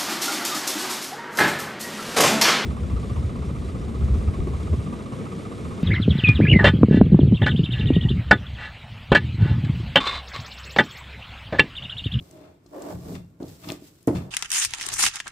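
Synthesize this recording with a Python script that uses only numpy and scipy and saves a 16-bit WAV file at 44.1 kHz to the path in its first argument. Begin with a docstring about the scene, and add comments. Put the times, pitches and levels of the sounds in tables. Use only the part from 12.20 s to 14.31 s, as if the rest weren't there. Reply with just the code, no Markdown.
"""A dull thud comes first: hands knead soft dough on a plastic liner in a small kitchen, heard close by.
The dough rubs and groans over the liner (stick-slip grains, wavering sines), is pressed down (low noise
and a drone), peels off with crackle, and is slapped back with a crack; sticky snaps and small ticks dot
the handling (noise bursts). Soft pulses ring the surface under the liner in a few modes; feedback
delays make the room, over a quiet room tone."""
import sys
import numpy as np
from scipy import signal
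from scipy.fft import rfft, irfft, next_fast_len
from scipy.io import wavfile
from scipy.ndimage import uniform_filter1d

SR = 44100
rng = np.random.default_rng(int(sys.argv[2]) if len(sys.argv) > 2 else 0)


def store_wav(level_fs):
    """Save 16-bit WAV to argv[1]."""
    pcm = np.round(np.clip(np.atleast_2d(level_fs), -1, 1) * 32767)
    wavfile.write(sys.argv[1], SR, pcm.T.astype(np.int16))


N = 92918
T = np.arange(N) / SR  # time [s]


def from_db(db):
    """Decibels to gain."""
    return 10 ** (np.asarray(db) / 20)


def rms_one(x):
    """Scale to an rms of 1."""
    return x / np.sqrt(np.mean(x ** 2) + 1e-20)


def level(rows):
    """Gain over time, gliding in dB between (time [s], level [dB]) points."""
    return from_db(np.interp(T, *np.transpose(rows)))


def at_hz(points, hz):
    """Read a table on a log-frequency axis."""
    points = np.array(points)
    return np.interp(np.log(hz), np.log(points[:, 0]), points[:, 1])


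def butter(x, hz, kind, order=2):
    """Butterworth filter."""
    sos = signal.butter(order, np.clip(hz, 10, .45 * SR), kind, fs=SR, output="sos")
    return signal.sosfilt(sos, x + 1e-18)


def pan(db):
    """Left and right gains for a level difference; positive is louder on the left."""
    return from_db(np.array([[db], [-db]]) / 2)


def fade(start, t60):
    """Envelope that jumps to 1 and falls by 60 dB in t60 seconds."""
    return (T >= start) * from_db(-60 * np.maximum(T - start, 0) / t60)


def ring(x, hz, t60):
    """One mode as a two-pole resonator: a unit click rings as a decaying sine of height 1."""
    radius = from_db(-60 / (t60 * SR))
    angle = 2 * np.pi * hz / SR
    return signal.lfilter([0, np.sin(angle)], [1, -2 * radius * np.cos(angle), radius * radius], x + 1e-18)


def noise_streams():
    """Four unrelated streams of white noise: two mid-side pairs."""
    return rng.standard_normal((2, 2, N))


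def grains(per_s, spread_db, smooth):
    """Random tiny slips of uneven size over a share of smooth noise: four streams."""
    size = from_db(spread_db * np.minimum(rng.exponential(1, N), 4))
    clicks = (rng.random(N) < per_s / SR) * size * noise_streams()
    return rms_one(clicks) + smooth * noise_streams()


def evened(x, window_s):
    """Take the slow swings out of a noise, so that a steady hand makes a steady sound."""
    power = uniform_filter1d(np.mean(x ** 2, axis=0), max(int(window_s * SR), 8))
    return rms_one(x / np.sqrt(power + .1 * power.mean()))


# how alike left and right are: (frequency [Hz], likeness [0 to 1])
STEREO_LIKENESS = [(100, 0.95), (300, 0.86), (650, 0.19), (1300, 0.013)]


def coloured(streams, colour):
    """Shape the streams in 14 narrow bands into stereo, wider towards the treble; rms 1."""
    out = 0
    edges = np.geomspace(colour[0][0], colour[-1][0], 15)
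    for k, (low, high) in enumerate(zip(edges, edges[1:])):
        mid, side = butter(streams[k % 2], [low, high], "band")
        hz = np.sqrt(low * high)
        alike = np.clip(at_hz(STEREO_LIKENESS, hz), -1, 1)
        stereo = np.sqrt(1 + alike) * mid + np.sqrt(1 - alike) * side * [[1], [-1]]
        out = out + from_db(at_hz(colour, hz)) * stereo
    return rms_one(out)


# room tone spectrum: (frequency [Hz], relative gain [dB])
ROOM_TONE_COLOUR = [(25, -4), (70, 13.5), (140, -1), (300, 6.5), (620, -18), (1200, -12), (15000, -43)]


def room_tone(level_db=-60):
    """Steady, quiet noise weighted towards the bass."""
    return from_db(level_db) * coloured(noise_streams(), ROOM_TONE_COLOUR)


ROOM_T60_S, ROOM_DELAY_S = 0.26, .0113  # decay, shortest path
ROOM_WIDE_HZ = 550  # above this the tail turns wide


def kitchen(x):
    """Short reverberation from feedback delays, alike on both sides in the bass."""
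    size = next_fast_len(N + SR // 2)
    turn = -2j * np.pi * np.arange(size // 2 + 1) * SR / size  # phase per second of delay
    paths = ROOM_DELAY_S * np.geomspace(1, 3.87, 12)
    loops = [from_db(-60 * path / ROOM_T60_S) * np.exp(turn * path) for path in paths]
    combs = [(-1) ** (k // 2) * loop / (1 - loop) for k, loop in enumerate(loops)]
    sound = rfft(x.mean(axis=0), size)
    for path in (.0011, .0029, .0047):  # allpass delays [s] smear the echoes
        lag = np.exp(turn * path)
        sound = sound * (lag - .6) / (1 - .6 * lag)
    mid, side = (irfft(sound * sum(combs[k::2]), size)[:N] for k in (0, 1))
    tail = mid + butter(side, ROOM_WIDE_HZ, "high") * [[1], [-1]]
    return butter(tail, 5600, "low", order=1) / 2


# tacky skin and dough parting from the plastic: (time [s], level [dB])
TACK_LEVEL = [(0, -61.5), (.1, -61), (.41, -78), (.57, -58.5), (.72, -50), (.77, -59.5), (.93, -50),
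              (1.04, -70.5), (1.18, -77.5), (1.22, -61.5), (1.29, -53), (1.38, -58.5), (1.44, -52),
              (1.52, -45), (1.59, -63), (1.67, -52.5), (1.72, -62.5), (1.885, -66), (1.96, -52), (2.1, -69)]
# fizz spectrum: (frequency [Hz], relative gain [dB])
TACK_SPECTRUM = [(1000, -6.5), (5500, -1), (7300, -6), (8300, 3.5), (9500, -11), (12000, -4), (15500, -5.5)]


def tack():
    """Fine sticky fizz of countless small contacts parting."""
    return level(TACK_LEVEL) * coloured(grains(per_s=1400, spread_db=-3.0, smooth=1.0), TACK_SPECTRUM)


# dragged dough grips and slips evenly for a moment:
# (time [s], length [s], pitch at full grip [Hz], level [dB])
GROAN_EVENTS = [(0.067, 0.31, 625, -53.5), (0.119, 0.051, 342, -45), (0.143, 0.13, 280, -50),
                (0.554, 0.037, 570, -35), (0.853, 0.11, 458, -44), (0.862, 0.145, 257.3, -40.5),
                (0.887, 0.066, 391.6, -43)]
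GROAN_BEND, GROAN_JITTER, GROAN_FLUTTER = .03, .025, 0.44  # shares: pitch rise, pitch and level waver
GROAN_WAVER_HZ = 45  # lowpass limit of the wavering


def groans():
    """Short rubbery tones: pitch and level swell with the grip and waver as it slips."""
    out = 0
    for s, length, hz, db in GROAN_EVENTS:
        grip = np.sin(np.pi * np.clip((T - s) / length, 0, 1))
        jitter, flutter = rms_one(butter(rng.standard_normal((2, N)), GROAN_WAVER_HZ, "low"))
        pitch = hz * (1 + GROAN_BEND * (grip - 1) + GROAN_JITTER * jitter)
        tone = np.sin(2 * np.pi * np.cumsum(pitch) / SR)
        out = out + from_db(db) * grip * (1 + GROAN_FLUTTER * flutter) * tone
    return out


# modes of the surface under the liner: (frequency [Hz], level [dB], t60 [s])
SURFACE_MODES = [(82.9, -30, 0.24), (124.4, -24.5, 0.13), (163, -25.5, 0.07), (292, -37, 0.018),
                 (297.1, -15, 0.19), (341.8, -15.5, 0.091), (364, -28.5, 0.071), (457, -20, 0.049),
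                 (637, -26, 0.14), (631.4, -14.5, 0.019), (842, -42, 0.11), (1170, -23, 0.078)]


def surface(push):
    """The surface rings in all its modes."""
    return sum(from_db(db) * ring(push, hz, t60) for hz, db, t60 in SURFACE_MODES)


# dough sliding over the liner: (time [s], level [dB])
SLIDE_LEVEL = [(0, -57), (.09, -58), (.16, -51), (.29, -51), (.41, -68), (.505, -60), (.533, -41.5),
               (.565, -37), (.61, -39), (.71, -34.5), (.78, -49), (.84, -48), (.9, -41), (.97, -48),
               (1.08, -67.5), (1.38, -63), (1.5, -38.5), (1.58, -55.5), (1.86, -71.5), (1.95, -38),
               (2.1, -50)]
# rubbing spectrum: (frequency [Hz], relative gain [dB])
SLIDE_SPECTRUM = [(100, -18), (220, -2), (310, 4), (480, -1), (680, 1), (1050, -8), (1500, -14.5),
                  (3000, -32)]


def sliding(body_db=-4, body_low_hz=480):
    """Dense stick and slip of dough on plastic, partly ringing the surface."""
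    rub = coloured(grains(per_s=1400, spread_db=1.5, smooth=0.6), SLIDE_SPECTRUM)
    body = rms_one(surface(butter(rub, body_low_hz, "high")))
    return level(SLIDE_LEVEL) * evened(rub + from_db(body_db) * body, window_s=0.052)


# weight of the hands on the dough: (time [s], level before the rumble and drone trims [dB])
PRESS_WEIGHT = [(0, -40), (.07, -57.5), (.16, -51), (.41, -63), (.68, -52), (.75, -35), (.83, -41.5),
                (.95, -34.5), (1.03, -43), (1.17, -57), (1.31, -41), (1.39, -57.5), (1.5, -38), (1.58, -53),
                (1.855, -65), (1.96, -25.5), (2.1, -42.5)]
# rumble spectrum: (frequency [Hz], relative gain [dB])
PRESS_SPECTRUM = [(25, -16), (50, -3), (130, 8), (210, -20), (300, -1.5), (600, -54)]


def pressing(rumble_db=-3.0, drone_db=-4, drone_hz=175.74, drone_t60_s=0.42):
    """The weight of the hands makes the surface rumble and drone on one mode."""
    rumble = evened(coloured(noise_streams(), PRESS_SPECTRUM), window_s=0.011)
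    drone = evened(ring(rng.standard_normal((1, N)), drone_hz, drone_t60_s), window_s=0.023)
    return level(PRESS_WEIGHT) * (from_db(rumble_db) * rumble + from_db(drone_db) * drone)


# resonances of the crinkling liner: frequency [Hz]
LINER_MODES = [1284, 2056, 2757, 3307, 3656, 4100]
LINER_T60_S = .06


def liner(x):
    """The thin plastic rings briefly at its resonances; as loud as what excites it."""
    rings = sum((-1) ** k * ring(x, hz, LINER_T60_S) for k, hz in enumerate(LINER_MODES))
    return rms_one(rings) * x.std()


# the liner crinkles as dough pulls at it, rise and fall being times to 1/e:
# (time of the height [s], level before trims and pan [dB], rise [s], fall [s])
PEEL_EVENTS = [(.24, -61, 0.14, 0.076), (0.951, -42, 0.0043, 0.017), (1.446, -43.5, 0.0089, 0.0063),
               (1.491, -42, 0.011, 0.014), (1.511, -46.5, 0.0063, 0.018), (1.954, -40, 0.003, 0.035)]
# crackle spectrum: (frequency [Hz], relative gain [dB])
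PEEL_SPECTRUM = [(600, 4.5), (1200, 4.5), (1900, 3), (2700, 0.5), (4600, -4), (9000, -12), (15000, -38)]


def peels(crackle_db=-0.5, liner_db=-6.5):
    """Coarser crackle that swells and dies as the liner is pulled, ringing its resonances."""
    envelope = 0
    for s, db, rise, fall in PEEL_EVENTS:
        envelope = envelope + from_db(db) * np.exp(np.minimum((T - s) / rise, (s - T) / fall))
    crackle = coloured(grains(per_s=1900, spread_db=1.5, smooth=0.5), PEEL_SPECTRUM)
    return envelope * (from_db(crackle_db) * crackle + from_db(liner_db) * liner(crackle)) * pan(db=5)


# sticky snaps and small ticks; the last row is the crack of the slap:
# (time [s], level before a common trim [dB], pitch [Hz], t60 [s], left over right [dB])
SNAP_EVENTS = [(0.111, -42, 7600, 0.016, 4), (0.462, -52.5, 5500, 0.04, 10), (0.6215, -32, 6700, 0.01, -2),
               (1.229, -44, 4750, 0.017, 10), (1.281, -45.5, 5200, 0.026, -5),
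               (1.4872, -30, 3800, 0.045, -3), (1.4895, -30, 3900, 0.013, 0),
               (1.5021, -18, 3180, 0.006, 9.5), (1.52, -24.5, 6560, 0.0074, 3),
               (1.829, -47.5, 9000, 0.0083, 16), (1.8731, -28, 10100, 0.013, -1)]
SNAP_Q, SNAP_SPRAY_DB, SNAP_TRIM_DB = 1.39, -9.5, -5.0  # pitch over bandwidth, broad spray, trim


def snaps():
    """Each snap, tick or crack is a short noise burst around its own pitch, with a broad spray."""
    out = 0
    for s, db, hz, t60, pan_db in SNAP_EVENTS:
        noise = rng.standard_normal((3, N))
        envelope = fade(s, t60)
        burst = (noise[:2] + 1.3 * noise[2]) * envelope  # the third noise is common to both sides
        tone = butter(burst, hz + np.array([-.5, .5]) * hz / SNAP_Q, "band")
        spray = butter(burst, 1200, "high")
        snap = rms_one(tone) + from_db(SNAP_SPRAY_DB) * rms_one(spray)
        out = out + from_db(db + SNAP_TRIM_DB) * pan(pan_db) * envelope.std() * snap
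    return out


# dough spreads after a hard landing and squeezes air out: (time [s], level [dB], t60 [s])
SPLAT_EVENTS = [(1.201, -38, 0.49), (1.875, -20.5, 0.25)]
# squeezed air spectrum: (frequency [Hz], relative gain [dB])
SPLAT_SPECTRUM = [(60, -20), (130, -4), (320, 1.5), (480, -5), (660, -4), (900, -18.5), (3000, -42),
                  (8000, -38.5), (15000, -52)]


def splats():
    """A dull burst of trapped air follows each hard landing."""
    envelope = sum(from_db(db) * fade(s, t60) for s, db, t60 in SPLAT_EVENTS)
    air = evened(coloured(noise_streams(), SPLAT_SPECTRUM), window_s=0.0061)
    return butter(envelope, 180, "low", order=1) * air  # the lowpass softens the onset


# dough and hands bump the surface: (time [s], level of the push [dB], contact [ms])
BLOW_EVENTS = [(.008, -8, 11), (0.46, -37, 0.66), (0.739, 0, 12.5), (1.2039, -18.5, 2), (1.2243, -17, 1.32),
               (1.2393, -18, 1.31), (1.318, -23, 5.5), (1.471, -15, 3), (1.5001, -13, 2.53),
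               (1.5192, -16, 0.81), (1.621, -24.5, 2.15), (1.8751, 0.5, 1.33), (1.882, -3.5, 1.53),
               (1.8905, -0.5, 1.71), (1.9022, -16, 1.36), (1.9563, -5, 4.6), (1.969, -0.5, 6.9)]


def blows():
    """Each landing is a soft push into the surface; longer contact sounds duller."""
    push = np.zeros(N)
    for s, db, contact_ms in BLOW_EVENTS:
        pulse = np.sin(np.pi * np.clip((T - s) / (contact_ms / 1000), 0, 1)) ** 2
        push += from_db(db) * pulse / pulse.sum()
    return butter(surface(push), 95, "high")


def scene():
    """Thuds, rubbing and sticky noises in the room, over its quiet tone."""
    thuds = blows()
    ticks = snaps()
    rub = sliding() + groans()
    crackle = peels()
    air = room_tone()
    to_room = from_db(-13.0) * thuds + from_db(-12.0) * ticks
    to_room = to_room + from_db(-16.5) * rub + from_db(-10.0) * crackle
    plastic = ticks + from_db(-19) * liner(ticks) + crackle  # the ticks ring the liner too
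    return thuds + plastic + splats() + rub + pressing() + tack() + kitchen(to_room) + air


def record(dry):
    """The microphone loses the deepest bass and the top is cut steeply at 15.5 kHz."""
    top = signal.ellip(10, .1, 80, 15500, fs=SR, output="sos")
    return signal.sosfilt(top, butter(dry, 51, "high"))


dry = scene()
out = record(dry)
store_wav(out)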